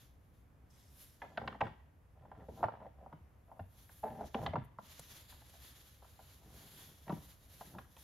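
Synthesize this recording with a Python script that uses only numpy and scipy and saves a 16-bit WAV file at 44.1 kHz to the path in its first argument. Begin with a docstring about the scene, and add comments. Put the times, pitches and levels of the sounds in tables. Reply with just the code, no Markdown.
"""Bull moose sparring

Two bull moose spar across a meadow, before a wall of spruce that scatters back a short echo.
Antler knocks are damped modes of palms and tines; grinding and juddering are trains of stick-slip jerks;
shoves thud as low damped tones. Close to the microphone a sleeve strokes, ticks and rustles as coloured
noise, over faint air and a low outdoor rumble."""
import sys
import numpy as np
from scipy import signal
from scipy.fft import rfft, irfft, next_fast_len
from scipy.io import wavfile
from scipy.ndimage import uniform_filter1d

SR = 44100
rng = np.random.default_rng(int(sys.argv[2]) if len(sys.argv) > 2 else 0)


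def generate_wav(signal):
    """Clip the signal to [-1, 1] and save it as 16-bit WAV at the path in sys.argv[1]."""
    frames = np.transpose(np.atleast_2d(signal))
    scaled = np.clip(frames, -1, 1) * 32767
    pcm = np.round(scaled).astype(np.int16)
    wavfile.write(sys.argv[1], SR, pcm)


N = 354123
TIME = np.arange(N) / SR
BLOW = np.arange(SR // 5) / SR  # time axis of one short sound

# air and rumble spectra: f/Hz, gain/dB
AIR = [(100, -18.5), (250, -5), (500, 0), (900, -4.5), (1500, -9.5), (2500, -15), (4000, -25), (6500, -26),
       (8500, -31), (10500, -24.5), (12800, -21.5), (13600, -30), (15000, -36)]
RUMBLE_COLOUR = [(20, -36.5), (35, -7), (50, -9.5), (65, 4), (90, -3.5), (130, -7), (200, -16), (300, -19),
                 (600, -57.5)]
RUMBLE_DB, RUMBLE_SWELL_DB, RUMBLE_GUST_DB = -62.5, 0.73, -0.44

# left-right difference of diffuse sound: f/Hz, side level/dB before the caller's offset
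SPREAD = [(60, -15), (150, -14), (400, -6.5), (900, -0.5), (4000, -4.5), (8000, -0.5), (12000, -8)]
# echo spectrum: f/Hz, gain/dB
ECHO = [(60, -6), (130, 2), (300, 0.5), (700, -8), (1500, -5.5), (3000, 5), (8000, 0)]

# sleeve hiss and rub spectra: f/Hz, gain/dB
HISS = [(5000, -40), (7300, -5.5), (8400, -15.5), (9000, -11), (9500, 0.5), (11000, 4), (12900, 4),
        (13400, -1.5), (14300, -5), (14800, -21), (16000, -7)]
RUB = [(300, 2), (900, 1), (1800, 2.5), (2500, 0), (3500, 5.5), (5200, -0.5), (6600, 1), (7500, -2.5),
       (8400, -30), (12000, -42)]
# sleeve strokes: t of fastest motion/s, hiss/dB, rub/dB (both before trim), swell/s, fall/s
STROKES = [(0.01, -69, -69.5, 0.091, 0.13), (.38, -80.5, -84.5, 0.47, 0.11), (.78, -72.5, -74, 0.1, 0.28),
           (1.011, -58, -65.5, 0.11, 0.17), (1.23, -80.5, -75.5, 0.3, 0.39),
           (2.591, -69.5, -70, 0.15, 0.088), (3.78, -75, -73.5, 0.069, 0.46),
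           (3.97, -63.5, -72.5, 0.37, 0.26), (4.27, -70, -67.5, 0.12, 0.079),
           (4.44, -69, -67.5, 0.22, 0.056), (4.648, -73, -93, 0.023, 0.02), (6.3, -70, -69.5, 0.079, 0.12)]
STROKE_DEPTH_DB = 17.5  # drop at the ends of swell and fall
# long rustle of the moving arm: t/s, level/dB before the offsets below
RUSTLE = [(4.78, -87), (4.86, -69.5), (5.18, -66), (5.27, -73), (5.31, -65), (5.36, -73.5), (5.56, -73.5),
          (5.65, -66), (5.74, -71), (5.93, -71.5), (5.99, -77.5), (6.32, -74), (6.46, -77), (6.57, -70),
          (6.76, -69), (6.8, -65.5), (6.99, -76), (7.32, -71.5), (7.39, -77.5), (7.66, -69), (7.87, -83),
          (8.02, -72.5)]
# the cloth presses ever more lightly, so the hiss gains on the rub
RUSTLE_HISS_DB, RUSTLE_RUB_DB, HISS_GAIN_DB_PER_S = 3.5, 3.5, 1.4
# parts of the rub that swell on their own as folds shift: f/Hz, width/octaves
FOLDS = [(3400, 0.17), (5800, 0.42)]
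# sleeve breaks loose and drags: start/s, length/s, level/dB
DRAGS = [(0.698, 0.24, -75.5), (.975, .06, -74)]
# drag spectrum: f/Hz, gain/dB
DRAG_COLOUR = [(500, -10), (2000, -2), (4000, -14), (5200, 5), (6700, -3), (8500, -3), (12000, -10),
               (15000, -21)]
# sleeve catches: t/s, level of the snap/dB
TICKS = [(.998, -85), (4.257, -69), (4.27, -71), (4.994, -50), (5.297, -81), (5.496, -66), (6.54, -65),
         (6.832, -73), (7.538, -68), (7.966, -67)]

# shoves thudding through skull and neck: t/s, level/dB before trim, f/Hz, t60 of the rocking/s
THUDS = [(1.483, -46, 149, 0.078), (1.621, -37.5, 118, 0.042), (1.646, -44, 110, 0.047),
         (2.489, -47, 84.5, 0.075), (2.642, -41.5, 104.5, 0.15), (3.133, -49, 155, 0.085),
         (3.207, -54.5, 80, 0.18), (3.602, -41.5, 96, 0.22), (4.242, -47.5, 71, 0.19),
         (4.348, -33.5, 230, 0.04), (4.485, -39.5, 91, 0.22), (4.541, -38, 163, 0.075),
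         (4.575, -34.5, 129.4, 0.11), (4.603, -42, 107.4, 0.11), (7.096, -34.5, 182, 0.051),
         (7.126, -33, 169, 0.052), (7.181, -48, 73, 0.11), (7.757, -47.5, 190, 0.11)]

# flat palms sliding over each other: start/s, length/s, attack/s, level/dB
RUBS = [(1.612, 0.044, 0.011, -54), (2.368, 0.057, 0.03, -58.5), (2.548, 0.095, 0.089, -53.5)]
# hollow rub spectrum: f/Hz, gain/dB
HOLLOW = [(80, -22.5), (170, -3.5), (300, 0.5), (390, -3.5), (490, 3.5), (650, -5.5), (1000, -11.5),
          (1400, -17), (4000, -56)]

# tine skidding across a palm: start/s, length/s, starting level of the palm/dB
SKIDS = [(4.03, 0.21, -40), (4.184, 0.043, -45.5)]
SKID_ATTACK_S, SKID_SAG_DB_PER_S, SKID_RELEASE_T60_S = 0.011, 94, 0.14
# nominal slip rate, sliding from start to end value
SLIP_START_HZ, SLIP_END_HZ, SLIP_SETTLE_S = 192.6, 111.2, .04

# pushes with locked antlers: start/s, length/s, attack/s, palm/dB, low strain/dB, grit/dB (before trim)
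PUSHES = [(1.222, 0.18, 0.01, -66.5, -64.5, -80), (1.389, 0.15, 0.011, -60, -50.5, -88),
          (1.61, 0.067, .012, -60, -50.5, -65), (2.123, 0.28, 0.088, -68.5, -64.5, -84),
          (2.364, 0.064, .012, -65, -54, -80), (2.49, 0.17, 0.011, -71, -57, -104),
          (2.558, 0.093, 0.042, -55, -50, -85), (2.77, 0.077, 0.031, -70, -62, -79),
          (2.926, 0.19, .09, -67.5, -64.5, -89), (3.451, 0.12, 0.032, -68, -79, -120),
          (4.082, 0.16, 0.015, -74, -51, -73), (4.336, 0.14, 0.014, -51, -45, -68),
          (4.553, 0.08, .012, -75, -70, -71.5), (6.382, 0.28, 0.051, -71.5, -60.5, -90),
          (6.71, 0.21, 0.013, -81, -63.5, -99), (7.062, 0.1, 0.011, -60, -53, -75),
          (7.59, 0.17, .012, -74, -58.5, -82), (7.731, 0.047, 0.01, -60, -52.5, -77)]
PUSH_RELEASE_T60_S = 0.24
# spectrum of the ground under straining hooves: f/Hz, gain/dB
GROUND = [(32, -36), (60, 3.5), (90, -3.5), (160, -32), (400, -62)]

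# hard, dry tip strikes: t/s, level/dB before rebound and halving, f/Hz
SNAPS = [(1.374, -46, 3020), (1.476, -42.5, 2260), (1.475, -46, 3450), (1.61, -38, 2530),
         (4.343, -43, 2650), (4.462, -41.5, 3350), (7.094, -60, 3400), (7.123, -70, 3000),
         (7.784, -58, 3100), (7.965, -59.5, 3020)]
# chatter of a landing tip: delay/s, level/dB
REBOUNDS = [(0, -2.5), (.0017, 0.5), (.0042, -8)]

# antler knocks: t/s, level/dB before trim, clack centre f/Hz, tine brightness/dB before trim,
# t60 under contact/s, width of the excited palm band/octaves before limiting
KNOCKS = [(1.218, -44.5, 910, -1.5, 0.19, 4.8), (1.234, -48.5, 785, -19, 0.13, 2.5),
          (1.247, -53, 870, -25, .08, 2), (1.373, -38, 1590, -6.5, 0.081, 0.44),
          (1.377, -33, 663, -35, 0.066, 1.8), (1.415, -40, 746, -17, 0.062, 4.7),
          (1.437, -48, 596, -18, .07, 3.3), (1.476, -38, 1020, -3.5, 0.053, 1.25),
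          (1.481, -47, 595, -8, .04, 1.7), (1.526, -47.5, 1190, -9, 0.058, 3.4),
          (1.545, -47.5, 930, -15, 0.088, 2.2), (1.606, -35, 1170, -7, 0.21, 3.1),
          (1.61, -30, 860, -10.5, 0.055, 4.4), (1.617, -31, 850, -25, 0.022, 0.47),
          (1.623, -36, 894, -28, 0.094, 0.79), (1.653, -56, 805, 1.5, .05, 2.8),
          (1.667, -47, 840, -4, 0.03, 2.7), (1.678, -54, 960, -6.5, 0.038, 2.6),
          (2.253, -59, 870, -16, 0.053, 2.7), (2.315, -47, 844, -16, 0.11, 2.8),
          (2.35, -61, 890, -10, 0.056, 2.5), (2.407, -60, 700, -8, 0.098, 2.2),
          (2.485, -43.5, 530, -28, 0.087, 0.92), (2.629, -26.5, 780, -27, 0.042, 1.5),
          (2.64, -24.5, 794, -19.5, 0.021, 2.15), (2.645, -37.5, 906, -18, 0.07, 3),
          (2.652, -37.5, 567, -22, 0.044, 2.9), (2.684, -35, 760, -24, 0.031, 1.8),
          (2.721, -54, 750, -9, 0.023, 1.7), (2.738, -46.5, 696, -17, 0.03, 2.3),
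          (2.752, -54, 740, -11, 0.026, 1.2), (2.772, -55.5, 705, -30, 0.03, 1.3),
          (2.801, -54, 844, -15.5, .06, 1.5), (2.815, -50.5, 646, -36, 0.075, 1.7),
          (2.828, -53, 675, -17, 0.055, 0.64), (2.847, -49.5, 667, -22, 0.09, 0.5),
          (2.856, -47, 730, -28, 0.057, 0.41), (2.865, -46.5, 588, -22, 0.035, 0.57),
          (3.011, -54.5, 613, -23, 0.24, 0.43), (3.035, -65, 760, -18, 0.092, 1.2),
          (3.062, -47.5, 740, -31.5, 0.029, 0.72), (3.126, -48.5, 900, -18.5, 0.073, 1.4),
          (3.515, -50, 774, -26, 0.06, 0.78), (3.593, -41.5, 697, -18, 0.087, 4.5),
          (3.892, -58, 1615, -6, 0.084, 2.4), (4.035, -36.5, 803, -24, 0.21, 1.1),
          (4.079, -56, 664, -5, 0.11, 2.6), (4.209, -38.5, 685, -35, 0.05, 2),
          (4.24, -44.5, 700, -24, 0.051, 1.1), (4.345, -34.5, 864, -10, 0.041, 5.5),
          (4.35, -37, 524, -39, 0.25, 4), (4.391, -42.5, 703, -27, 0.096, 0.89),
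          (4.462, -36.5, 1010, -4, 0.052, 1), (4.466, -36.5, 856, -22, 0.056, 0.78),
          (4.534, -34, 657, -17.5, 0.075, 1.3), (4.556, -30.5, 987, -19, 0.088, 5.2),
          (4.786, -41.5, 970, -21.5, 0.039, 2.7), (5.322, -58.5, 980, -4.5, 0.12, 1),
          (5.416, -61.5, 950, -5.5, 0.095, 1.4), (5.539, -60, 695, -18, 0.089, 0.36),
          (6.022, -56.5, 810, -31, 0.087, 4.6), (6.045, -60, 1020, -23, 0.079, 1.2),
          (6.191, -54, 810, -17, 0.14, 2.1), (7.079, -46, 933, -10, 0.14, 4.4),
          (7.094, -39, 667, -16, 0.087, 1.9), (7.102, -39.5, 1066, -20, 0.2, 0.43),
          (7.122, -45, 530, -13, 0.031, 4.6), (7.61, -44.5, 820, -20, 0.062, 4.5),
          (7.749, -53.5, 820, -20, 0.044, 4.5), (7.784, -46.5, 1150, -9, 0.055, 1.6),
          (7.967, -61, 1010, -9, 0.11, 1.5)]
# modes of the broad palms and of the tines: f/Hz, level/dB, free t60/s
PALM = [(291, -6.5, 0.065), (437, -2.5, 0.21), (524, 0, 0.23), (606, 1, 0.43), (679, 0, 0.38),
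        (771.4, 1, 0.77), (869, -0.5, 0.16), (973.5, -3, 0.37), (1026, -3.5, 0.13), (1181, -4.5, 0.079),
        (1370, 0.5, 0.073), (1588, -3.5, 0.06)]
TINES = [(1558, 8.5, 0.052), (1804, 7.5, 0.05), (1892, 7, 0.063), (2290, -0.5, 0.056), (2510, -12, 0.055),
         (2880, 1.5, 0.056), (3114, -2.5, 0.048), (3420, -0.5, 0.018), (3700, -24.5, 0.022),
         (3970, -23, 0.023), (5130, -3.5, 0.02)]
# crack of bone on bone: f/Hz, gain/dB
CRACK = [(800, 6), (1700, 11.5), (3500, 8), (5000, -4), (7000, -13), (14000, -28)]
# the highs of a clack run faster through bone: pitch falls to END from END + CHIRP (shares of centre)
CLACK_END, CLACK_CHIRP, CLACK_SETTLE_S = .87, 0.45, 0.0027
# each blow lands on another spot: scatter of mode levels, and of pitch (share)
SPOT_SCATTER_DB, TINE_SPREAD, PALM_SPREAD = 3, .06, .025
TINE_MAX_T60_S = 0.054  # limit on the damping envelope of the thin tines
# soft tine touches lose their top: dB above 3 kHz per dB under a hard blow, with a limit
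HARD_TINE_DB, SOFT_LOSS_DB_PER_DB, SOFT_LIMIT_DB = -32.5, 1, -7
# low tone of the main beam, too heavy to follow blows harder than a medium knock
BEAM_HZ, BEAM_DB, BEAM_T60_S, BEAM_LAG_DB_PER_DB = 207, -15, 0.055, 0.54
# glancing touches throw more of their sound toward the trees
MEDIUM_KNOCK_DB, KNOCK_ECHO_DB, GLANCE_ECHO_DB_PER_DB = -40, -6, .2

TOP_HZ = 15600


def undb(db):
    """Decibels to gain."""
    return 10 ** (np.asarray(db) / 20)


def unit(x):
    """Scale to rms 1."""
    return x / np.sqrt(np.mean(x ** 2))


def unit_peak(x):
    """Scale so that the loudest 7 ms have rms 1."""
    return x / np.sqrt(uniform_filter1d(x ** 2, size=300, mode="constant").max())


def decay(t, t60_s):
    """Exponential fall of 60 dB in t60_s."""
    return np.exp(-np.log(1000) * t / t60_s)


def fade(t60_s, rise_s=1e-4):
    """Envelope of a blow: smooth quick rise, exponential decay."""
    return (1 - np.exp(-BLOW / rise_s)) ** 2 * decay(BLOW, max(t60_s, 1e-3))


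def held(start_s, length_s, attack_s, t60_s):
    """Envelope of a sustained contact: attack, hold, release."""
    rise = np.clip((TIME - start_s) / max(attack_s, 1e-3), 0, 1)
    return rise * decay(np.maximum(TIME - start_s - length_s, 0), max(t60_s, 1e-3))


def stroke(s, swell_s, fall_s):
    """Envelope of a movement that speeds up until s and slows again, linear in dB."""
    away = np.maximum((s - TIME) / max(swell_s, 1e-3), (TIME - s) / max(fall_s, 1e-3))
    return undb(-STROKE_DEPTH_DB * away)


def follow(rows):
    """Gain along a level curve, silent before it starts."""
    return undb(np.interp(TIME, *np.transpose(rows), left=-np.inf))


def add(track, s, sound):
    """Mix a sound into a track at time s."""
    i = int(s * SR)
    track[i:i + len(sound)] += sound[:N - i]


def colour(x, points):
    """Filter by a (Hz, dB) spectrum, interpolated over log frequency."""
    hz, db = np.transpose(points)
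    n = next_fast_len(x.shape[-1])
    gain = undb(np.interp(np.log(np.fft.rfftfreq(n, 1 / SR) + 1), np.log(hz), db))
    return irfft(rfft(x, n) * gain, n)[..., :x.shape[-1]]


def band(x, hz, octaves):
    """Band-pass: a contact favours frequencies near its own."""
    edges_hz = hz * 2 ** (np.array([-.5, .5]) * np.clip(octaves, .2, 4))
    return signal.sosfilt(signal.butter(2, edges_hz, "bandpass", fs=SR, output="sos"), x)


def walk(rate_hz):
    """Smoothed random steps, rms 1."""
    k = int(SR / rate_hz)
    steps = np.repeat(rng.standard_normal(N // k + 1), k)
    return unit(uniform_filter1d(steps, k)[:N])


def burst_noise():
    """White noise as long as one blow."""
    return rng.standard_normal(len(BLOW))


def tone(hz):
    """Steady sine as long as one blow."""
    return np.sin(2 * np.pi * hz * BLOW)


def chirp(hz):
    """Tone that sinks quickly through its centre pitch."""
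    pitch_hz = hz * (CLACK_END + CLACK_CHIRP * np.exp(-BLOW / CLACK_SETTLE_S))
    return np.sin(2 * np.pi * np.cumsum(pitch_hz) / SR)


def wide(side_db, count=N):
    """Diffuse stereo noise: alike in the bass, wider above."""
    mid, side = rng.standard_normal((2, count))
    return mid + undb(side_db) * colour(side, SPREAD) * np.array([[1], [-1]])


def slips(rate_hz, jitter, scatter_db):
    """Stick-slip: jerks uneven in spacing and size; the nominal rate may move."""
    gap, size = rng.standard_normal((4000, 2)).T
    travel = np.cumsum(np.broadcast_to(rate_hz, N)) / SR
    at = np.searchsorted(travel, np.cumsum(np.exp(jitter * gap)))
    inside = at < N
    return np.bincount(at[inside], undb(scatter_db * size)[inside], N)


def ring(modes, detune=0.01, spread=0):
    """Damped modes struck at a chance spot, each detuned by the load; spread shifts all together."""
    hz, db, t60_s = np.transpose(modes)[:, :, None]
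    hz = hz * (1 + detune * rng.standard_normal(hz.shape) + spread * rng.standard_normal())
    db = db + SPOT_SCATTER_DB * rng.standard_normal(hz.shape)
    phase = rng.uniform(0, 2 * np.pi, hz.shape)
    return np.sum(undb(db) * decay(BLOW, t60_s) * np.sin(2 * np.pi * hz * BLOW + phase), axis=0)


def meadow(air_db=-74, waver_db=-0.3):
    """Outdoor air noise with wavering treble, over a low, gently swelling rumble."""
    air = unit(colour(wide(0), AIR)) * undb(air_db + .6 * walk(3))
    treble = colour(air, [(4000, -40), (9000, 0)])
    air = air + treble * (undb(waver_db * walk(13.0)) - 1)
    rumble_db = RUMBLE_DB + RUMBLE_SWELL_DB * walk(2.7) + RUMBLE_GUST_DB * walk(18)
    return air + unit(colour(wide(0.31), RUMBLE_COLOUR)) * undb(rumble_db)


def forest(x, low_t60_s=0.4, treble_t60_s=0.49, side_db=0, patchy_db=3, trunks_db=6):
    """Trunks and branches return a patchy cloud of reflections, its treble decaying slightly slower."""
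    t = TIME[:SR // 2]
    sizes = undb(patchy_db * walk(150) + trunks_db * np.tanh(walk(1500)))[:len(t)]
    taps = wide(side_db, count=len(t)) * sizes * (1 - np.exp(-t / 0.00061))
    low = colour(taps, [(900, -5.0), (2000, -60.0), (5000, -42.0)])
    cloud = low * decay(t, low_t60_s) + (taps - low) * decay(t, treble_t60_s)
    cloud = cloud / np.sqrt(np.sum(cloud ** 2) / 2)
    return signal.oaconvolve(colour(x, ECHO)[None], cloud, axes=1)[:, :N]


def brush(x, side_db=-11, t60_s=0.074):
    """Stalks near the microphone scatter sound a little differently to left and right."""
    scatter = burst_noise() * fade(t60_s, rise_s=0.0026)
    side = colour(signal.oaconvolve(x, scatter / np.linalg.norm(scatter))[:N], SPREAD)
    return x + undb(side_db) * side * np.array([[1], [-1]])


def shifting(x, depth=0.18):
    """The colour of a rub wanders as the cloth folds."""
    return x + sum(depth * walk(5) * band(x, hz, octaves) for hz, octaves in FOLDS)


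def sleeve(hiss_trim_db=-1, rub_trim_db=2, grain_db=-0.5, flutter_db=1.53, snag_db=-0.24):
    """Cloth slides near the microphone, in strokes and then a long rustle: grainy hiss over a lower rub."""
    threads = undb(grain_db * walk(600) + flutter_db * walk(45))
    moving = follow(RUSTLE)
    hiss_gain = moving * undb(RUSTLE_HISS_DB + HISS_GAIN_DB_PER_S * (TIME - RUSTLE[0][0]))
    rub_gain = moving * undb(RUSTLE_RUB_DB)
    for s, hiss_db, rub_db, swell_s, fall_s in STROKES:
        motion = stroke(s, swell_s, fall_s)
        hiss_gain = np.hypot(hiss_gain, undb(hiss_db) * motion)
        rub_gain = np.hypot(rub_gain, undb(rub_db) * motion)
    hiss = undb(hiss_trim_db + snag_db * walk(22)) * hiss_gain * unit(colour(wide(-0.86), HISS))
    rub = undb(rub_trim_db) * rub_gain * unit(shifting(colour(wide(-1.5), RUB)))
    return threads * (hiss + rub)


def creases():
    """Small folds give way at uneven moments, each with a short burst: roughness of cloth."""
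    bursts = signal.oaconvolve(slips(170, .9, 4), fade(.02))[:N]
    return unit(np.sqrt(.5 + unit(np.abs(bursts))))


def drags(attack_s=.004, release_t60_s=0.79):
    """Stuck cloth starts to slide all at once, rasping thread over thread."""
    motion = sum(undb(db) * held(s, length_s, attack_s, release_t60_s) for s, length_s, db in DRAGS)
    return motion * unit(colour(wide(-1.7) * creases(), DRAG_COLOUR))


def ticks(bump_db=-6, bump_hz=150, tap_db=-2, tap_hz=520):
    """Cloth catches and lets go: a sharp noise tick, a tap and a small bump in the housing."""
    out = np.zeros(N)
    snap_colour = [(200, 9), (1100, 6.0), (2500, -3.0), (6000, -1), (10000, 4.5), (15000, -10)]
    for s, db in TICKS:
        snap = unit_peak(colour(burst_noise(), snap_colour) * fade(0.031, rise_s=0.00016))
        tap = unit_peak(chirp(tap_hz) * fade(0.015, rise_s=0.0013))
        bump = unit_peak(tone(bump_hz) * fade(0.092, rise_s=0.0029))
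        add(out, s, undb(db) * (snap + undb(tap_db) * tap + undb(bump_db) * bump))
    return out


def thuds(trim_db=-2, flex_db=-7, twist_db=-9):
    """The rack rocks on the skull, and flexes and twists higher up, damped by the neck."""
    out = np.zeros(N)
    for s, db, hz, t60_s in THUDS:
        rock = tone(hz) * fade(t60_s, rise_s=0.0044)
        flex = tone(1.856 * hz) * fade(0.5 * t60_s, rise_s=0.0012)
        twist = tone(2.39 * hz) * fade(0.33 * t60_s, rise_s=0.0017)
        thud = unit_peak(rock + undb(flex_db) * flex + undb(twist_db) * twist)
        add(out, s, undb(db + trim_db) * thud)
    return out


def rubs(release_t60_s=0.15):
    """Broad faces of bone slide in dense, soft slips: a mostly low, hollow rub."""
    pressure = sum(undb(db) * held(s, length_s, attack_s, release_t60_s)
                   for s, length_s, attack_s, db in RUBS)
    return pressure * unit(colour(slips(420, .7, 1.3), HOLLOW))


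def judder(centre_hz=660, octaves=0.89, strain_db=-7, rasp_db=-19):
    """A tine skips over a palm in uneven slips whose rate falls from the first skid on: a hollow creak."""
    since_s = np.maximum(TIME - SKIDS[0][0], 0)
    rate_hz = SLIP_END_HZ + (SLIP_START_HZ - SLIP_END_HZ) * np.exp(-since_s / SLIP_SETTLE_S)
    jerks = slips(rate_hz, 0.18, 2.5)
    palm = signal.oaconvolve(jerks, band(ring(PALM) * fade(0.12, rise_s=0.0012), centre_hz, octaves))[:N]
    strain = colour(jerks, [(50, -28), (130, -19), (230, 19.0), (330, -2), (440, 18.5), (800, -32),
                            (3000, -74)])
    rasp = band(jerks, hz=1260, octaves=0.88)
    speed = np.zeros(N)
    for s, length_s, db in SKIDS:
        sag = undb(db - SKID_SAG_DB_PER_S * np.maximum(TIME - s, 0))
        speed += sag * held(s, length_s, SKID_ATTACK_S, SKID_RELEASE_T60_S)
    return speed * (unit(palm) + undb(strain_db) * unit(strain) + undb(rasp_db) * unit(rasp))


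def grinding(palm_trim_db=1, grit_trim_db=0, strain_trim_db=-3, centre_hz=700, octaves=1.7, hoof_db=-9):
    """Ridged bone drags over bone: jerks crackle, ring the palms, strain the rack; hooves load the ground."""
    palms = np.zeros(N)
    for _ in range(3):  # contact points
        plate = unit(ring(PALM) * fade(0.077, rise_s=0.00064))
        palms += signal.oaconvolve(slips(45, .7, 0.85), plate)[:N]
    grit = colour(slips(130, 0.66, 3.5), [(700, -25.0), (1300, -14.0), (1700, 7.5), (2300, -6.5),
                                          (3500, -9), (5000, -35), (9000, -42.0)])
    strain = colour(slips(160, 0.84, 0.99), [(50, -28.0), (120, 9.0), (220, 0.0), (380, -5.5),
                                             (800, -22.5), (3000, -48.0)])
    hooves = unit(colour(rng.standard_normal(N), GROUND))
    drag, load, bite = np.zeros((3, N))
    for s, length_s, attack_s, palm_db, strain_db, grit_db in PUSHES:
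        push = held(s, length_s, attack_s, PUSH_RELEASE_T60_S)
        drag = np.maximum(drag, undb(palm_db) * push)
        load = np.maximum(load, undb(strain_db) * push)
        bite = np.maximum(bite, undb(grit_db) * push)
    rasp = undb(palm_trim_db) * drag * unit(band(palms, centre_hz, octaves))
    crackle = undb(grit_trim_db) * bite * unit(grit)
    return rasp + crackle + load * (undb(strain_trim_db) * unit(strain) + undb(hoof_db) * hooves)


def snaps(octaves=0.78, t60_s=0.018):
    """Hard tips meet and rebound within milliseconds: a bright, woody snap that hardly rings."""
    out = np.zeros(N)
    for s, db, hz in SNAPS:
        for late_s, rebound_db in REBOUNDS:
            burst = burst_noise() * fade(t60_s)
            burst = band(band(burst, hz, octaves), hz, octaves)
            add(out, s + late_s, undb(db + rebound_db) * unit_peak(burst) / 2)
    return out


def knocks(clack_db=2, tine_trim_db=1, crack_db=-3, trim_db=-2):
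    """A short clack, then palms and tines ring, damped by contact; returns direct and thrown sound."""
    direct, thrown = np.zeros((2, N))
    for s, db, hz, bright_db, t60_s, octaves in KNOCKS:
        clack = unit_peak(chirp(hz) * fade(0.35 * t60_s, rise_s=0.0011))
        palm = ring(PALM, spread=PALM_SPREAD) * fade(t60_s, rise_s=0.0024)
        palm = unit_peak(band(palm, hz, octaves))
        tine_fade = fade(min(t60_s / 2, TINE_MAX_T60_S), rise_s=0.0027)
        tines = unit_peak(ring(TINES, detune=0.019, spread=TINE_SPREAD) * tine_fade)
        crack = unit_peak(colour(burst_noise(), CRACK) * fade(0.037, rise_s=0.00039))
        beam_hz = BEAM_HZ * np.exp(0.19 * rng.standard_normal())
        beam = unit_peak(tone(beam_hz) * fade(BEAM_T60_S, rise_s=0.0018))
        beam_db = BEAM_DB - BEAM_LAG_DB_PER_DB * max(db - MEDIUM_KNOCK_DB, 0)
        body = unit_peak(palm + undb(clack_db) * clack) + undb(beam_db) * beam
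        top_db = np.clip(SOFT_LOSS_DB_PER_DB * (db + bright_db - HARD_TINE_DB), SOFT_LIMIT_DB, 2)
        edge = colour(tines + undb(crack_db) * crack, [(1900, 0.0056), (3000, top_db), (6000, top_db)])
        knock = undb(db + trim_db) * (body + undb(bright_db + tine_trim_db) * unit_peak(edge))
        add(direct, s, knock)
        # tilted palms throw part of the sound toward the trees
        thrown_db = KNOCK_ECHO_DB + GLANCE_ECHO_DB_PER_DB * (MEDIUM_KNOCK_DB - db)
        add(thrown, s, undb(thrown_db) * knock)
    return direct, thrown


def scene(shove_echo_db=-9):
    """Antlers straight ahead, their echo, and the sounds around the microphone."""
    clacks, thrown = knocks()
    shoves = thuds() + grinding() + judder() + rubs()
    antlers = brush(clacks + snaps() + shoves)
    echo = forest(thrown + undb(shove_echo_db) * shoves)
    return antlers + echo + sleeve() + drags() + ticks() + meadow()


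def record(dry):
    """Steep elliptic low-pass: the recorder cuts the top."""
    return signal.sosfilt(signal.ellip(8, .2, 70, TOP_HZ, fs=SR, output="sos"), dry)


dry = scene()
out = record(dry)
generate_wav(out)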